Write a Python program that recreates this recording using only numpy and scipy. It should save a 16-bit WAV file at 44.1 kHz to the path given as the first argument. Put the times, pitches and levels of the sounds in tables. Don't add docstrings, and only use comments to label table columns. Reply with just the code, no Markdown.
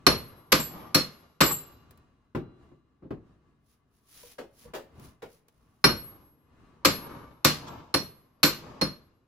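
import sys
import numpy as np
from scipy import signal
from scipy.fft import rfft, irfft
from scipy.io import wavfile
from scipy.ndimage import uniform_filter1d

SR = 44100
rng = np.random.default_rng(int(sys.argv[2]) if len(sys.argv) > 2 else 0)


def store_pcm(level_fs):
    pcm = np.round(np.clip(level_fs, -1, 1) * 32767).astype(np.int16)
    wavfile.write(sys.argv[1], SR, np.atleast_2d(pcm).T)


N = 408807
AGE = np.arange(SR) / SR


def amp(db):
    return 10 ** (np.asarray(db) / 20)


def evened(x):
    return x / np.sqrt(np.mean(x ** 2) + 1e-20)


def read(points, hz, axis=1):
    table = np.array(points, float)
    return np.interp(np.log(hz + 1), np.log(table[:, 0] + 1), table[:, axis])


def panned(db):
    return amp(np.array([[.5], [-.5]]) * db)


def add(mix, s, sound):
    start = round(s * SR)
    sound = sound[:, max(-start, 0):]
    part = mix[:, max(start, 0):][:, :sound.shape[1]]
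    part += sound[:, :part.shape[1]]


def drift(size, hz):
    f = np.fft.rfftfreq(size, 1 / SR)
    lowpass = 1 / (1 + (f / hz) ** 2) ** 2
    return evened(irfft(rfft(rng.standard_normal((2, size))) * lowpass, size))


def swell(t, width):
    return 1 / (1 + (t / width) ** 2 / 2) ** 2


def crowd(spectrum, ripple_db=5.0, spacing_hz=45):
    hz = np.arange(0, SR / 2, 8.)
    lag = np.fft.rfftfreq(len(hz), 8.)
    smoothing = np.exp(-(lag * spacing_hz) ** 2)
    ripple = evened(irfft(rfft(rng.standard_normal(len(hz))) * smoothing, len(hz)))
    ripple = ripple * hz / (hz + 500)
    return np.c_[hz, read(spectrum, hz) + ripple_db * ripple]


# (frequency [Hz], left-right likeness [1])
ALIKE = [(60, 0.94), (150, 0.86), (300, 0.86), (600, 0.49), (1300, 0.36), (3000, 0.15), (8000, 0.034),
         (12000, 0.45)]
# (frequency [Hz], left-right level difference [dB])
LEAN = [(60, 1.5), (500, 1), (1100, 2.5), (2200, 2), (4500, -2), (9000, 0), (15000, 1)]


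def noise(spectrum, size, tilt_db=0):
    hz = np.fft.rfftfreq(size, 1 / SR)
    a, b = rfft(rng.standard_normal((2, size)))
    same = np.clip(read(ALIKE, hz), -1, 1)
    pair = np.array([a, same * a + np.sqrt(1 - same ** 2) * b])
    tilt = tilt_db * np.log2(hz / 1000 + 0.18)
    colour = amp(read(spectrum, hz) + tilt) * panned(read(LEAN, hz))
    return evened(irfft(colour * pair, size))


# (frequency [Hz], crack over the body per unit of crack [factor],
# early t60 at damping 1 [s], late level before the common gain [dB], late t60 [s])
DECAY = [(60, .1, 0.82, -29, 2.2), (170, 0.41, 0.37, -27, 1.8), (400, 0.2, 0.32, -25.5, 1.1),
         (1200, 0.92, 0.23, -22.5, 0.79), (3070, 0.75, .27, -22.5, 0.67), (7540, 1, 0.26, -30.5, 1),
         (14900, 3.7, 0.3, -38.5, 0.38)]


def burst(spectrum, rise, tilt_db, damping=1.0, crack=1., crack_s=0.016, build_cycles=0.61, bounce_db=3.5):
    z, hz = rfft(noise(spectrum, SR, tilt_db)), np.fft.rfftfreq(SR, 1 / SR)
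    centres, out = np.log([row[0] for row in DECAY]), np.zeros((2, SR))
    contact = crack * np.exp(-(AGE / crack_s) ** 4) * amp(bounce_db * drift(SR, 570)[0])
    for (f, over, early, late_db, late), pick in zip(DECAY, np.eye(len(DECAY))):
        band = irfft(z * np.interp(np.log(hz + 1), centres, pick), SR)
        body = amp(-60 * AGE * damping / early) * (1 + over * contact)
        tail = amp(late_db - 60 * AGE / late)
        onset = 1 - np.exp(-AGE / (rise + build_cycles / f))
        out += band * np.hypot(body, tail) * onset
    return 0.79 * out


def ring(modes, rise, waver=0.22, waver_hz=25, scatter_db=-1.5, opposed=0):
    out, steps = np.zeros((2, SR)), np.arange(256)
    for hz, db, t60 in modes:
        a, b = uniform_filter1d(rng.standard_normal((2, 256, 2)) @ [1, 1j], size=2)
        same = np.clip(read(ALIKE, hz) - opposed, -1, 1)
        apart = np.arccos(same) * rng.choice([-1, 1])
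        left = 1 + waver * a
        right = np.exp(1j * apart) + waver * (same * a + np.sqrt(1 - same ** 2) * b)
        t = AGE[:int(1.4 * SR * t60)]
        decay = amp(db + scatter_db * rng.standard_normal() - 60 * t / t60)
        tone = decay * np.exp(2j * np.pi * (hz * t + rng.random()))
        sway = np.array([np.interp(t * waver_hz, steps, side) for side in (left, right)])
        add(out, 0, (tone * sway).real * panned(read(LEAN, hz)))
    return out * (1 - np.exp(-AGE / rise))


ROOM_DB = -70.5
# (frequency [Hz], relative spectral level [dB])
ROOM = [(25, -6.5), (60, 8.5), (130, 3.5), (300, -1), (500, -9.5), (800, -11.5), (1200, -10), (2200, -21),
        (5000, -31.5), (9000, -39.5), (15000, -47)]
# (time [s], level [dB], swell width [s])
SCUFFS = [(0.0, -55.5, 0.19), (1.9, -59, 0.22), (2.65, -59.5, 0.086), (3.3, -63, .08), (3.5, -68, 0.077),
          (4.68, -53, 0.044), (5.03, -51, 0.085), (5.68, -66.5, 0.15), (6.17, -62, .12),
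          (6.66, -56.5, 0.16), (7.3, -59, 0.068)]


def workshop(lumps_db=0.5):
    t = np.arange(N) / SR
    power = amp(ROOM_DB) ** 2 + sum((amp(db) * swell(t - s, width)) ** 2 for s, db, width in SCUFFS)
    lumps = amp(lumps_db * drift(2 ** 19, 14)[0, :N])
    return np.sqrt(power) * lumps * noise(crowd(ROOM, ripple_db=4.5), 2 ** 19)[:, :N]


# (frequency [Hz], relative level [dB], t60 [s])
VISE = [(1035, -10, .22), (1130, -7, .27), (1222, -7, .25), (1416, -7, .23), (1529, -8, .25),
        (1740, -13, .2), (1918, -11, .22), (2143, -11, .2), (2360, -10, .23), (2864, -15, .32),
        (3790, -12, .23)]


def vise_clang(rise):
    return ring(VISE, rise, waver=1.0, waver_hz=92.5)


# (frequency [Hz], relative level [dB], t60 [s])
SHAFT = [(4228, -6, .33), (4256, -1, .27), (4294, -4, .21), (4410, -10, .14), (5120, -10, .17),
         (5190, -7, .24), (5645, -11, .26), (8740, -22, .18), (9290, -29, .3), (10121, -11, .19),
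         (12330, -21, .13), (14030, -26, .08)]
SHAFT_SURGE, SHAFT_SURGE_S = 0.95, 0.09


def shaft_ring(rise):
    surge = 1 + SHAFT_SURGE * np.exp(-AGE / SHAFT_SURGE_S)
    return ring(SHAFT, rise, waver=1.0, waver_hz=96) * surge


# (frequency [Hz], relative level [dB], t60 [s])
HAMMER = [(11568, 0, .72), (11576, -7, .45)]


def hammer_ring(rise):
    return ring(HAMMER, rise, waver=1.0, waver_hz=49.4, scatter_db=2.0, opposed=0.62)


# (frequency [Hz], relative level [dB], t60 [s])
TUBE = [(1160, 0, 1.4), (1190, -4, 1.2), (1405, -7, 1.3), (2826, -10, 1.4), (3365, -17, 1.3),
        (3994, -9, 1.4)]


def tube_ring(rise, **wavering):
    return ring(TUBE, rise, **wavering)


# (frequency [Hz], relative level [dB], t60 [s])
BENCH = [(57.4, -16.5, 0.39), (108, -10.5, 0.16), (150, -7, 0.35), (194, -8, 0.27), (231.3, -12, 0.37),
         (289.4, 3, 0.12), (338, 0.5, 0.12), (410, -11, 0.12), (526, -1, 0.13), (629, -13, 0.15)]
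THUMP_RISE_S = .004


def thump():
    return ring(BENCH, THUMP_RISE_S, waver=0.54, waver_hz=60.7, scatter_db=1.5)


# (time [s], clank level [dB], rise time constant [s], treble tilt [dB/octave],
# vise clang [dB], shaft ring [dB], hammer ring [dB], tube ring [dB], first cap chink [dB], rattle [dB])
BLOWS = [(0.0658, -14, 0.00047, -1.9, -30, -23.5, -32.5, -55.5, -58, -56.5),
         (0.5189, -13.5, .005, 1, -24, -33, -32.5, -67, -25, -43.5),
         (0.945, -17.5, 0.0016, 0.54, -31.5, -23.5, -46.5, -57.5, -32, -62),
         (1.405, -12.5, 0.0054, -0.5, -21, -30, -55.5, -53.5, -20, -61),
         (5.841, -14.5, .0008, -2.45, -19.5, -21, -32, -81.5, -54, -59.5),
         (6.848, -13.5, 0.0037, 0, -28.5, -27, -33, -60, -23, -42.5),
         (7.445, -13, 0.0064, 1.7, -23, -26, -56.5, -56, -29, -43.5),
         (7.941, -22.5, 0.00052, -1.45, -43.5, -28.5, -44.5, -76, -37, -70.5),
         (8.43, -14, 0.0028, 1.5, -22, -25.5, -55, -73.5, -24, -46.5),
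         (8.812, -25, 0.0019, -2.5, -34, -30, -55, -71, -56, -79)]
# (frequency [Hz], relative spectral level [dB])
CLANK = [(40, -22), (130, -3), (320, 3.5), (520, 1), (780, -4), (1200, 3), (1900, -4), (2400, -1),
         (3200, -5), (4500, -3), (6500, -10), (7800, -15.5), (8700, -23), (12200, -17.5), (14000, -35.5)]
THUMP_DB, THUMP_GROWTH = -12, .55
THUMP_LAG_S = .007


def hammering():
    out, joint = np.zeros((2, N)), crowd(CLANK, ripple_db=2.5, spacing_hz=42.2)
    for s, db, rise, tilt_db, vise_db, shaft_db, hammer_db, tube_db, _, _ in BLOWS:
        spot = crowd(joint, ripple_db=0.5, spacing_hz=111.4)
        steel = amp(db) * burst(spot, rise, tilt_db, crack=1.3, crack_s=.013)
        steel += amp(vise_db) * vise_clang(rise)
        steel += amp(shaft_db) * shaft_ring(rise)
        steel += amp(hammer_db) * hammer_ring(rise)
        steel += amp(tube_db) * tube_ring(rise, waver=0.64, waver_hz=29.6)
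        add(out, s, steel)
        add(out, s + THUMP_LAG_S, amp(THUMP_DB + THUMP_GROWTH * db) * thump())
    return out


# (frequency [Hz], relative level [dB], t60 [s])
CAP = [(6686, -19, .22), (7380, -8, .27), (7425, -15, .3), (7720, -10, .24), (8005, -20, .22),
       (11922, -2, .38), (11985, -12, .2), (12060, -12, .18), (12610, -17, .22)]


def chink():
    return ring(CAP, .003, waver=.7, waver_hz=70, scatter_db=2.5)


# (frequency [Hz], relative spectral level [dB])
RATTLE = [(40, -10), (120, 2.5), (350, -1.5), (700, -6), (950, -2), (1180, -1), (1500, -13.5),
          (3000, -18.5), (6000, -26), (9000, -44.5), (15000, -60.5)]


def chatter(tilt_db, swell_s, grain_db=1.5, grain_hz=70):
    grain = amp(grain_db * drift(SR, grain_hz)[0])
    return evened(noise(crowd(RATTLE), SR, tilt_db) * grain) * swell(AGE - .5, swell_s)


# (time [s], cap chink [dB], clatter [dB], clatter tilt [dB/octave])
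REBOUNDS = [(0.598, -26, -31.5, .5), (1.46, -21.5, -41, 2), (1.511, -23, -30, 0.3), (7.68, -58.5, -47.5, 7)]
CLATTER_LAG_S, CLATTER_SWELL_S = 0.0036, 0.011
RATTLE_LAG_S, RATTLE_SWELL_S, RATTLE_TILT_DB = .265, 0.13, -1.8
CAP_LAG_S, HOP_S, HOP_DB, PINCH_DB_PER_S = .005, 0.016, -5, 119.5


def loose_parts():
    out, pinch = np.zeros((2, N)), amp(-PINCH_DB_PER_S * AGE)
    for s, *_, cap_db, rattle_db in BLOWS:
        add(out, s + CAP_LAG_S, amp(cap_db) * pinch * chink())
        add(out, s + CAP_LAG_S + HOP_S, amp(cap_db + HOP_DB) * pinch * chink())
        add(out, s + RATTLE_LAG_S - .5, amp(rattle_db) * chatter(RATTLE_TILT_DB, RATTLE_SWELL_S))
    for s, cap_db, clatter_db, tilt_db in REBOUNDS:
        add(out, s, amp(cap_db) * chink())
        add(out, s + CLATTER_LAG_S - .5, amp(clatter_db) * chatter(tilt_db, CLATTER_SWELL_S))
    return out


# (time [s], level [dB], rise time constant [s], tilt [dB/octave])
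KNOCKS = [(2.348, -20, 0.0025, -0.1), (2.715, -49.5, 0.00094, -3.5), (3.02, -34, 0.028, -3),
          (3.106, -27.5, 0.00084, -2), (4.98, -44, 0.0055, -9)]
# (frequency [Hz], relative spectral level [dB])
KNOCK = [(40, -22), (130, -4.5), (230, -2), (370, 2.5), (480, -9), (700, -14.5), (1100, -16.5), (2300, -29),
         (4500, -39.5), (8000, -53), (15000, -54)]
KNOCK_THUMP_DB, KNOCK_TUBE_DB = -13.5, -41.5
TUBE_DB_PER_TILT_DB = 9
# (time [s], level [dB], tilt [dB/octave])
CLACKS = [(4.382, -32, -2.5), (4.735, -31, -2.5), (4.746, -31.5, -0.5), (5.22, -35.5, -2.5)]
# (frequency [Hz], relative spectral level [dB])
CLACK = [(60, -25.5), (280, -10), (470, 0), (650, -6.5), (900, -8.5), (1500, -12), (2400, -17.5),
         (4500, -21.5), (8000, -28.5), (15000, -31.5)]
# (time [s], level [dB])
CREAKS = [(4.232, -47.5), (4.652, -50.5)]
# (frequency [Hz], relative level [dB], t60 [s])
CREAK = [(414, -12, .16), (482, 2, 0.16), (585, -3, 0.11), (973, -2, 0.065)]
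# (time [s], level [dB])
TICKS = [(1.908, -55.5), (1.974, -63), (4.996, -54.5), (5.483, -58.5)]


def handling():
    out = np.zeros((2, N))
    for s, db, rise, tilt_db in KNOCKS:
        knock = burst(crowd(KNOCK, ripple_db=3), rise, tilt_db, damping=1.51, crack=0.19)
        knock += amp(KNOCK_TUBE_DB + TUBE_DB_PER_TILT_DB * tilt_db) * tube_ring(rise)
        add(out, s, amp(db) * knock)
        add(out, s + rise, amp(db + KNOCK_THUMP_DB) * thump())
    for s, db, tilt_db in CLACKS:
        add(out, s, amp(db) * burst(crowd(CLACK), 0.0031, tilt_db, damping=1.22, crack=0.043))
    for s, db in CREAKS:
        add(out, s, amp(db) * ring(CREAK, 0.0043, waver=0.68, waver_hz=80))
    for s, db in TICKS:
        add(out, s, amp(db) * burst(CLACK, 0.0004, 2.6, damping=3.4, crack=0.63, crack_s=0.0054))
    return out


# (start [s], length [s], held level [dB])
STROKES = [(3.698, 0.014, -72), (3.953, .015, -77), (4.123, 0.18, -57), (4.591, 0.038, -60),
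           (5.03, 0.031, -61), (5.316, 0.029, -67), (5.52, 0.75, -82.5)]
STROKE_RISE_DB_PER_S, STROKE_FALL_DB_PER_S = 265, 310


def sliding(t):
    total = 0
    for s, length, db in STROKES:
        rise_db = STROKE_RISE_DB_PER_S * np.clip(s - t, 0, 1)
        fall_db = STROKE_FALL_DB_PER_S * np.clip(t - s - length, 0, 1)
        total = total + amp(db - rise_db - fall_db)
    return total


# (frequency [Hz], relative spectral level [dB])
GLOVE = [(200, -7.5), (900, -12), (2500, -6.5), (6000, -3.5), (8500, -12), (11000, 1), (13500, -18.5),
         (15000, -1), (16500, -23)]


def glove(grain_db=1.6, grain_hz=160, grip_db=-3, grip_s=0.031):
    t = np.arange(N) / SR
    touch = sliding(t) * noise(GLOVE, 2 ** 19)[:, :N]
    grip = amp(grip_db) * sliding(t - grip_s) * noise(GLOVE, 2 ** 19, tilt_db=-2.0)[:, :N]
    jerks = amp(grain_db * drift(2 ** 19, grain_hz)[0, :N])
    return (touch + grip) * jerks


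def scene():
    return workshop() + hammering() + loose_parts() + handling() + glove()


EDGE_HZ = 16300


def record(dry, ceiling=1.0):
    rounded = ceiling * np.tanh(dry / ceiling)
    lowpass = signal.firwin(301, EDGE_HZ, window=("kaiser", 8), fs=SR)
    return signal.oaconvolve(rounded, lowpass[None], "same")


dry = scene()
out = record(dry)
store_pcm(out)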